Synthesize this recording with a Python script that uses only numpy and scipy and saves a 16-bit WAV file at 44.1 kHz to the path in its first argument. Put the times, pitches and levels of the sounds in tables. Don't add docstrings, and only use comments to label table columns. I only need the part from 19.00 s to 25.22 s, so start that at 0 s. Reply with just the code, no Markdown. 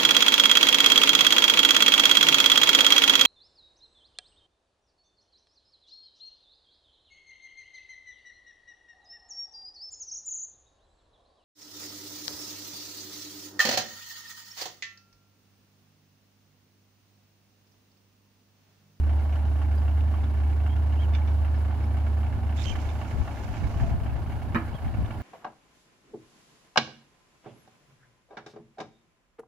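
import sys
import numpy as np
from scipy import signal
from scipy.fft import rfft, irfft
from scipy.io import wavfile
from scipy.ndimage import uniform_filter1d

SR = 44100
rng = np.random.default_rng(int(sys.argv[2]) if len(sys.argv) > 2 else 0)


def log_audio(samples):
    frames = np.atleast_2d(samples).T
    limited = np.clip(frames, -1, 1)
    pcm = np.round(limited * 32767).astype(np.int16)
    wavfile.write(sys.argv[1], SR, pcm)


N = 274302
TIME_S = np.arange(N) / SR
FREQS_HZ = np.maximum(np.fft.rfftfreq(N, 1 / SR), 1)

# delay/s, relative knock/dB, relative crack/dB
CYLINDERS = [(-0.011, 2, -31), (-.0015, 1, 0.5), (-0.0012, 1.5, -20), (-.005, 0.5, 10.5), (-0.0054, -4, 5),
             (-0.0056, -1.5, -9), (-0.0091, 4.5, 2.5), (-0.009, -6.5, -7)]
# f/Hz, width/Hz, relative level/dB
HEAD_MODES = [(1132, 47, 7.5), (1412, 81, 6), (1726, 43, 7.5), (2048, 164, -1.5), (2254, 127, 2),
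              (2600, 205, -2.5), (2866, 220, -2), (3235, 120, -11), (3580, 65, -19)]
# t/s, level/dB
BLOCK_CURVE = [(0, -44), (.75, -46.5), (1.6, -46.5), (2.1, -44.5), (3.2, -45), (5.1, -46), (6.22, -45)]
# f/Hz, relative level/dB
KNOCK_SPECTRUM = [(600, -21.5), (1050, 3), (1320, -23), (1500, 7), (1720, -1), (1920, -4), (2080, -7),
                  (2320, -6), (2580, -14), (2900, -5), (3400, -13), (4500, -14), (6000, -20.5), (7400, -23),
                  (8600, -31.5)]
BLOCK_SPECTRUM = [(300, -7.5), (480, -10), (590, -2), (690, -1), (830, 0), (980, -5), (1150, -9.5),
                  (1400, -12), (2200, -27.5)]
RUMBLE_SPECTRUM = [(20, -28), (40, 2), (65, 4.5), (115, 1), (160, -5), (230, -7.5), (310, -7), (400, -12.5),
                   (520, -22), (900, -48)]
# t/s, f/Hz
EXHAUST_PITCH = [(0, 74.12), (.85, 74.15), (1.12, 75.86), (1.36, 72.8), (1.62, 74.8), (3.3, 74.52),
                 (4.2, 75.4), (6.22, 74.1)]
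# t/s, level/dB
EXHAUST_CURVE = [(0, -21), (1.0, -21.5), (1.2, -24.5), (1.45, -22), (2.4, -22.5), (3.9, -25.5), (4.25, -34),
                 (5.1, -31.5), (6.22, -34.5)]
# multiple of crank speed, level/dB
EXHAUST_ORDERS = [(2, -54), (2.5, -50), (5, -51.5), (6, -61.5), (8, -57.5), (9, -58), (10, -60.5),
                  (11, -58.5), (12, -55.5), (16, -67)]
# f/Hz, width/Hz, level/dB
HUMS = [(37, 1.5, -68.5), (103.3, 2.1, -39), (231.1, 4.4, -51)]
# f/Hz, relative level/dB
OIL_SPECTRUM = [(1200, -19), (2200, 9), (3500, -1), (4800, -2.5), (6300, -3.5), (7600, -8.5), (8400, -22),
                (11000, -17), (16000, -29)]
# t/s, relative level/dB
CONTACTS = [(5.546, -23.5), (5.5527, -19), (5.5562, -18.5), (5.5655, -29), (5.578, -34)]
# f/Hz, relative level/dB, t60/s
BUCKET_MODES = [(233.5, 3, 0.1), (330.6, -6, 0.227), (1066, -12, 0.16), (1243, -14, 0.22), (1305, -6, 0.14),
                (1327, -19, 0.12), (1690, -11, 0.12), (1710, -20, 0.28), (1780, -8, 0.079),
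                (1890, -15, 0.1), (2240, -24, 0.27), (2380, -21, 0.21), (2420, -13, 0.077),
                (2840, -26, 0.16), (3030, -30, 0.15), (3830, -28, 0.094)]
# f/Hz, relative level/dB
PLATE_SPECTRUM = [(100, -8), (170, 5), (330, 0), (480, -4), (800, -4.5), (1200, 4), (1800, -1), (2450, -14),
                  (3000, -12), (3400, -40), (4000, -22.5), (6500, -43), (9000, -42), (15000, -38)]
# f/Hz, width/Hz, relative level/dB
STEEL_MODES = [(1390, 140, 2.5), (1750, 94, -2), (2286, 170, 5), (2910, 210, 0), (3550, 86, 3.5),
               (5660, 810, -12.5), (6120, 370, -11)]
# t/s, level/dB, t60/s
STONE_HITS = [(0.324, -50, 0.12), (1.008, -39.5, 0.014), (1.146, -53, 0.035), (1.24, -50, 0.069),
              (1.764, -46, 0.023), (2.136, -46, 0.11), (2.149, -39.5, 0.11), (2.274, -47.5, 0.1),
              (3.889, -46, 0.14), (6.061, -47, 0.028)]
# t/s, width/s, level/dB, left-right/dB
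GUSTS = [(3.35, 0.078, -33, -1), (3.74, 0.12, -32.5, 4), (4.19, .075, -29.5, 10), (4.65, 0.05, -26.5, -7),
         (4.855, 0.14, -24, 2.5), (4.955, 0.032, -21.5, -1), (5.075, 0.075, -27, 4),
         (5.17, 0.057, -31.5, 3), (5.36, 0.088, -33, 2), (5.51, 0.078, -33, 6), (5.745, 0.028, -31.5, 8),
         (5.875, 0.053, -28, -1), (5.995, 0.071, -25, 4)]
# f/Hz, relative level/dB
EDDY_SPECTRUM = [(20, -1), (42, -5.5), (70, 7), (110, -0.5), (160, -9), (250, -19), (400, -32.5),
                 (900, -39.5)]
FLUTTER_SPECTRUM = [(110, -4), (170, 7), (300, 1), (480, -25.5), (680, -13), (1100, -39)]
# t/s, note count, note length/s, top f/Hz, level/dB
BIRD_RUNS = [(1.974, 1, .087, 3260, -56), (3.576, 3, 0.016, 3760, -47), (3.65, 5, .0145, 3210, -41.5),
             (5.724, 1, 0.062, 3290, -59)]
# t/s, length/s, start f/Hz, end f/Hz, level/dB
BIRD_SLURS = [(.771, 0.02, 4780, 5040, -63), (1.681, .07, 3180, 3300, -60.5), (2.555, .02, 5400, 5090, -69),
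              (2.834, 0.017, 5350, 5050, -65), (3.6365, 0.0091, 5760, 2700, -43),
              (3.719, 0.019, 2400, 2320, -50)]
# f/Hz, relative level/dB
HISS_LEFT = [(2000, -0.5), (5000, -6.5), (8300, -14.5), (9400, -6.5), (10600, -6), (12000, -15.5),
             (16000, -29)]
HISS_RIGHT = [(2000, 10), (5000, -0.5), (7600, 3.5), (8500, -2), (9400, 3), (12000, 3.5), (16000, 1)]
# f/Hz, correlation, left-right/dB
PORTS = [(58.7, 0.86, 14), (201, 1, -7), (397, 0.73, -1), (775, 1, -3), (1240, 0, -1.5), (2020, 0.65, -2.5),
         (2980, 0.2, -2.5), (4550, 0, -3.5), (7000, 0.25, -9), (15000, 0.3, -6)]

TRUCK_FIRING_HZ = 30.6
CRACK_DB, KNOCK_DB, RUMBLE_DB = -59.5, -53.5, -38
CRACK_LIFT_DB, KNOCK_LIFT_DB, BLOCK_LIFT_DB = 4, 1, 1.7
GUST_MASK_DB = -39
SWING_START_S, SWING_END_S, VALVE_OPEN_S, VALVE_SHUT_S = 3.545, 4.905, 0.031, 0.049
SPURT_S, SPURT_FADE_S, SPURT_DB = 0.17, 0.05, -56
OIL_DB, OIL_EASE_DB_PER_S = -62.5, -1.7
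PUMP_HZ, PUMP_DB, PUMP_S, PUMP_WIDTH_S = 674, -45, 4.87, 0.31
WHINE_HZ, WHINE_WIDTH_HZ, WHINE_RISE_S, WHINE_DB = 4540, 140, 0.74, -75
BREEZE_START_S, BREEZE_RISE_S, BREEZE_DB, CALM_DB, BREEZE_PAN_DB = 3.18, 1.3, -39.5, -54.5, -2.5
ARCH_DROP, RUN_TAPER_DB = 0.23, 5
LULL_S, LULL_WIDTH_S, LULL_DB = 5.79, 0.08, -10
CUTOFF_HZ = 15680


def truck():
    effort = swing()
    _, cylinder_db, crack_db = np.transpose(CYLINDERS)
    head = resonances(HEAD_MODES)
    snaps = firings(crack_db, rise_s=0.0004, t60_s=0.065, scatter_db=1.2)
    crack = from_db(CRACK_DB + CRACK_LIFT_DB * effort) * snaps * head
    metal = from_db(-3.5) * machine_noise(KNOCK_SPECTRUM, repeat=0.25) + from_db(-4) * head
    knock_gain = from_db(KNOCK_DB + KNOCK_LIFT_DB * effort + 1.15 * drift(110))
    knock = knock_gain * firings(cylinder_db, rise_s=0.0035, t60_s=0.25, scatter_db=0.5) * metal
    block_gain = from_db(in_time(BLOCK_CURVE) + BLOCK_LIFT_DB * effort + 0.7 * drift(70))
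    swells = firings(0.32 * cylinder_db, rise_s=0.003, t60_s=0.47, scatter_db=0.4)
    block = block_gain * swells * machine_noise(BLOCK_SPECTRUM, repeat=0.48)
    rumble = from_db(RUMBLE_DB) * lull() * machine_noise(RUMBLE_SPECTRUM, repeat=0.63)
    return crack + knock + block + rumble


def firings(cylinder_db, rise_s, t60_s, scatter_db):
    number = np.arange(int(TIME_S[-1] * TRUCK_FIRING_HZ) + 1)
    cylinder = number % len(CYLINDERS)
    jitter, scatter = rng.standard_normal((len(number), 2)).T
    onset_s = number / TRUCK_FIRING_HZ + np.array(CYLINDERS)[cylinder, 0] + 0.0008 * jitter
    onsets = np.clip(onset_s * SR, 0, N - 1).astype(int)
    kicks = np.zeros(N)
    kicks[onsets] = from_db(cylinder_db[cylinder] + scatter_db * scatter)
    return rms_one(signal.fftconvolve(kicks, impact(0, rise_s, t60_s)[:SR // 2])[:N])


def excavator():
    phase = 2 * np.pi * np.cumsum(in_time(EXHAUST_PITCH)) / SR
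    crank = phase / 3
    port_rad = np.array([[0.25], [0]])
    wind_db, _ = airflow()
    masking = 1 / np.sqrt(1 + from_db(wind_db - GUST_MASK_DB) ** 2)
    note = from_db(in_time(EXHAUST_CURVE) + 1.1 * drift(1.3)) * masking * np.sin(phase + port_rad)
    overtones = sum(from_db(db + 2 * drift(3)) * np.sin(order * crank + 0.3 * drift(2))
                    for order, db in EXHAUST_ORDERS)
    hums = sum(from_db(db + 2.04 * drift(1.2)) * tone(hz, 0.92 * drift(width_hz))
               for hz, width_hz, db in HUMS)
    return np.sqrt(2) * lull() * (note + overtones + hums) * pan(-1.8)


def hydraulics():
    spurt = from_db(SPURT_DB) * (1 - ramp(SWING_START_S + SPURT_S, SPURT_FADE_S))
    flow = from_db(OIL_DB + OIL_EASE_DB_PER_S * (TIME_S - SWING_START_S))
    flutter = from_db(2.3 * drift(30))
    hiss = swing() * np.hypot(flow, spurt) * flutter * machine_noise(OIL_SPECTRUM) * pan(-16.5)
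    pump_gain = from_db(PUMP_DB + 2.8 * drift(30)) * bump(PUMP_S, PUMP_WIDTH_S)
    pump = pump_gain * tone(PUMP_HZ, 0.98 * drift(25)) * pan(-3)
    whine_gain = from_db(WHINE_DB) * ramp(SWING_END_S, WHINE_RISE_S)
    return hiss + pump + whine_gain * resonances([(WHINE_HZ, WHINE_WIDTH_HZ, 0)])


def swing():
    return ramp(SWING_START_S, VALVE_OPEN_S) * (1 - ramp(SWING_END_S, VALVE_SHUT_S))


def bucket():
    ring = np.zeros((2, N))
    for hz, mode_db, t60_s in BUCKET_MODES:
        power = sum((from_db(db + mode_db - 5) * impact(t_s, 0.0006, t60_s)) ** 2
                    for t_s, db in CONTACTS)
        port_rad = rng.normal(0, 1, (2, 1)) * min(hz / 1500, 1) + rng.uniform(0, 2 * np.pi)
        ring += np.sqrt(power) * tone(hz, port_rad)
    crash_power = 0
    for t_s, db in CONTACTS:
        direct = impact(t_s, rise_s=0.00083, t60_s=0.069)
        pit_echo = from_db(-15.5) * impact(t_s, rise_s=0.017, t60_s=0.48)
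        crash_power += (from_db(db - 6) * (direct + pit_echo)) ** 2
    touch = from_db(-38.5) * impact(CONTACTS[0][0], 0.0004, 0.059) * resonances(STEEL_MODES)
    crash = np.sqrt(crash_power) * machine_noise(PLATE_SPECTRUM)
    return (ring + crash + touch) * pan(-0.92)


def stones():
    clicks = sum(from_db(db) * impact(t_s, 0.00027, t60_s) for t_s, db, t60_s in STONE_HITS)
    return clicks * resonances(STEEL_MODES) * pan(-2.5)


def wind():
    wind_db, side_db = airflow()
    eddies = colour(rng.standard_normal((2, N)) + 0.5 * rng.standard_normal(N), EDDY_SPECTRUM)
    eddy_rms = np.sqrt(uniform_filter1d(np.mean(eddies ** 2, axis=0), size=2600) + 1e-6)
    flutter_gain = from_db(wind_db - wind_db.max() - 10.5)
    flutter = flutter_gain * colour(rng.standard_normal((2, N)), FLUTTER_SPECTRUM)
    return from_db(wind_db + 2.56 * drift(30)) * (eddies / eddy_rms + flutter) * pan(side_db)


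def airflow():
    breeze = from_db(BREEZE_DB) * ramp(BREEZE_START_S, BREEZE_RISE_S) * lull()
    power = (from_db(CALM_DB) + breeze) ** 2
    side = power * BREEZE_PAN_DB
    for t_s, width_s, db, side_db in GUSTS:
        gust = from_db(db) ** 2 * bump(t_s, width_s)
        power += gust
        side += gust * side_db
    return 10 * np.log10(power), side / power


def bird():
    song = np.zeros(N)
    tremor = 1 + 0.012 * drift(350)
    for t_s, pitch_hz, db in bird_notes():
        start = round(t_s * SR)
        span = slice(start, start + len(pitch_hz))
        progress = np.linspace(0, 1, len(pitch_hz))
        envelope = from_db(db) * np.sqrt(4 * progress * (1 - progress))
        phase = 2 * np.pi * np.cumsum(pitch_hz * tremor[span]) / SR
        octave = from_db(min(-11, db + 32)) * (pitch_hz < 4000)
        song[span] += envelope * (np.sin(phase) + octave * np.sin(2 * phase))
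    echoes = rng.standard_normal((2, SR // 4)) * impact(0, rise_s=0.0019, t60_s=0.11)[:SR // 4]
    scattered = signal.fftconvolve(song[None], echoes / np.linalg.norm(echoes[0]))[:, :N]
    return (song * from_db(2.9 * drift(300)) + from_db(-9) * scattered) * pan(-17.5)


def bird_notes():
    for t_s, count, length_s, top_hz, db in BIRD_RUNS:
        count = round(count)
        arch_hz = top_hz * (1 - ARCH_DROP * np.linspace(-1, 1, round(length_s * SR)) ** 2)
        for k in range(count):
            yield t_s + k * length_s, arch_hz, db - RUN_TAPER_DB * ((2 * k + 1) / count - 1) ** 2
    for t_s, length_s, start_hz, end_hz, db in BIRD_SLURS:
        yield t_s, start_hz + (end_hz - start_hz) * np.linspace(0, 1, round(length_s * SR)) ** 2, db


def air():
    left = from_db(-61.5) * colour(rng.standard_normal(N), HISS_LEFT)
    right = from_db(-60.5) * colour(rng.standard_normal(N), HISS_RIGHT)
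    flicker = from_db(1.1 * drift(45) + 0.6 * drift(8))
    return np.array([left, right]) * flicker


def lull():
    return from_db(LULL_DB * bump(LULL_S, LULL_WIDTH_S))


def machine_noise(spectrum, repeat=0):
    cycle = round(len(CYLINDERS) / TRUCK_FIRING_HZ * SR)
    white = rng.standard_normal((2, N))
    looped = rng.standard_normal((2, cycle))[:, np.arange(N) % cycle]
    mid, side = rfft(np.sqrt(1 - repeat) * white + np.sqrt(repeat) * looped)
    correlation, balance_db = in_frequency(PORTS)
    ports = np.sqrt(1 + correlation) * mid + np.sqrt(1 - correlation) * side * [[1], [-1]]
    return colour(irfft(ports * pan(balance_db), N), spectrum)


def resonances(modes):
    drive = machine_noise([(300, 0), (8000, 0)], repeat=0.6)
    mix = 0
    for k, (hz, width_hz, db) in enumerate(modes):
        radius = np.exp(-np.pi * abs(width_hz) / SR)
        feedback = [1, -2 * radius * np.cos(2 * np.pi * hz / SR), radius ** 2]
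        ring = (1 - radius ** 2) * signal.lfilter([1, 0, -1], feedback, drive)
        mix += (-1) ** k * from_db(db + 2 * drift(27)) * ring
    return rms_one(mix)


def colour(noise, spectrum):
    low_hz, high_hz = spectrum[0][0] / 2, spectrum[-1][0] * 2
    skirts = 1 / np.sqrt((1 + (FREQS_HZ / high_hz) ** 10) * (1 + (low_hz / FREQS_HZ) ** 10))
    return rms_one(irfft(rfft(noise) * from_db(in_frequency(spectrum)[0]) * skirts, N))


def drift(rate_hz):
    return rms_one(irfft(rfft(rng.standard_normal(N)) / (1 + (FREQS_HZ / rate_hz) ** 2), N))


def tone(hz, phase_rad):
    return np.sin(2 * np.pi * hz * TIME_S + phase_rad)


def impact(t_s, rise_s, t60_s):
    age_s = np.clip(TIME_S - t_s, 0, 2)
    return (1 - np.exp(-age_s / rise_s)) * from_db(-60 * age_s / t60_s)


def ramp(start_s, length_s):
    return np.clip((TIME_S - start_s) / length_s, 0, 1)


def bump(centre_s, width_s):
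    return 0.5 ** np.minimum((2 * (TIME_S - centre_s) / width_s) ** 2, 60)


def in_time(rows):
    return np.interp(TIME_S, *np.transpose(rows))


def in_frequency(rows):
    hz, *columns = np.transpose(rows)
    return [np.interp(np.log(FREQS_HZ), np.log(hz), column) for column in columns]


def pan(side_db):
    return from_db(np.array([[0.5], [-0.5]]) * side_db)


def from_db(db):
    return 10 ** (np.asarray(db) / 20)


def rms_one(x):
    return x / np.sqrt(np.mean(x ** 2) + 1e-20)


def scene():
    return truck() + excavator() + hydraulics() + bucket() + stones() + bird() + wind() + air()


def record(dry):
    return signal.sosfilt(signal.ellip(12, 0.1, 80, CUTOFF_HZ, fs=SR, output="sos"), dry)


dry = scene()
out = record(dry)
log_audio(out)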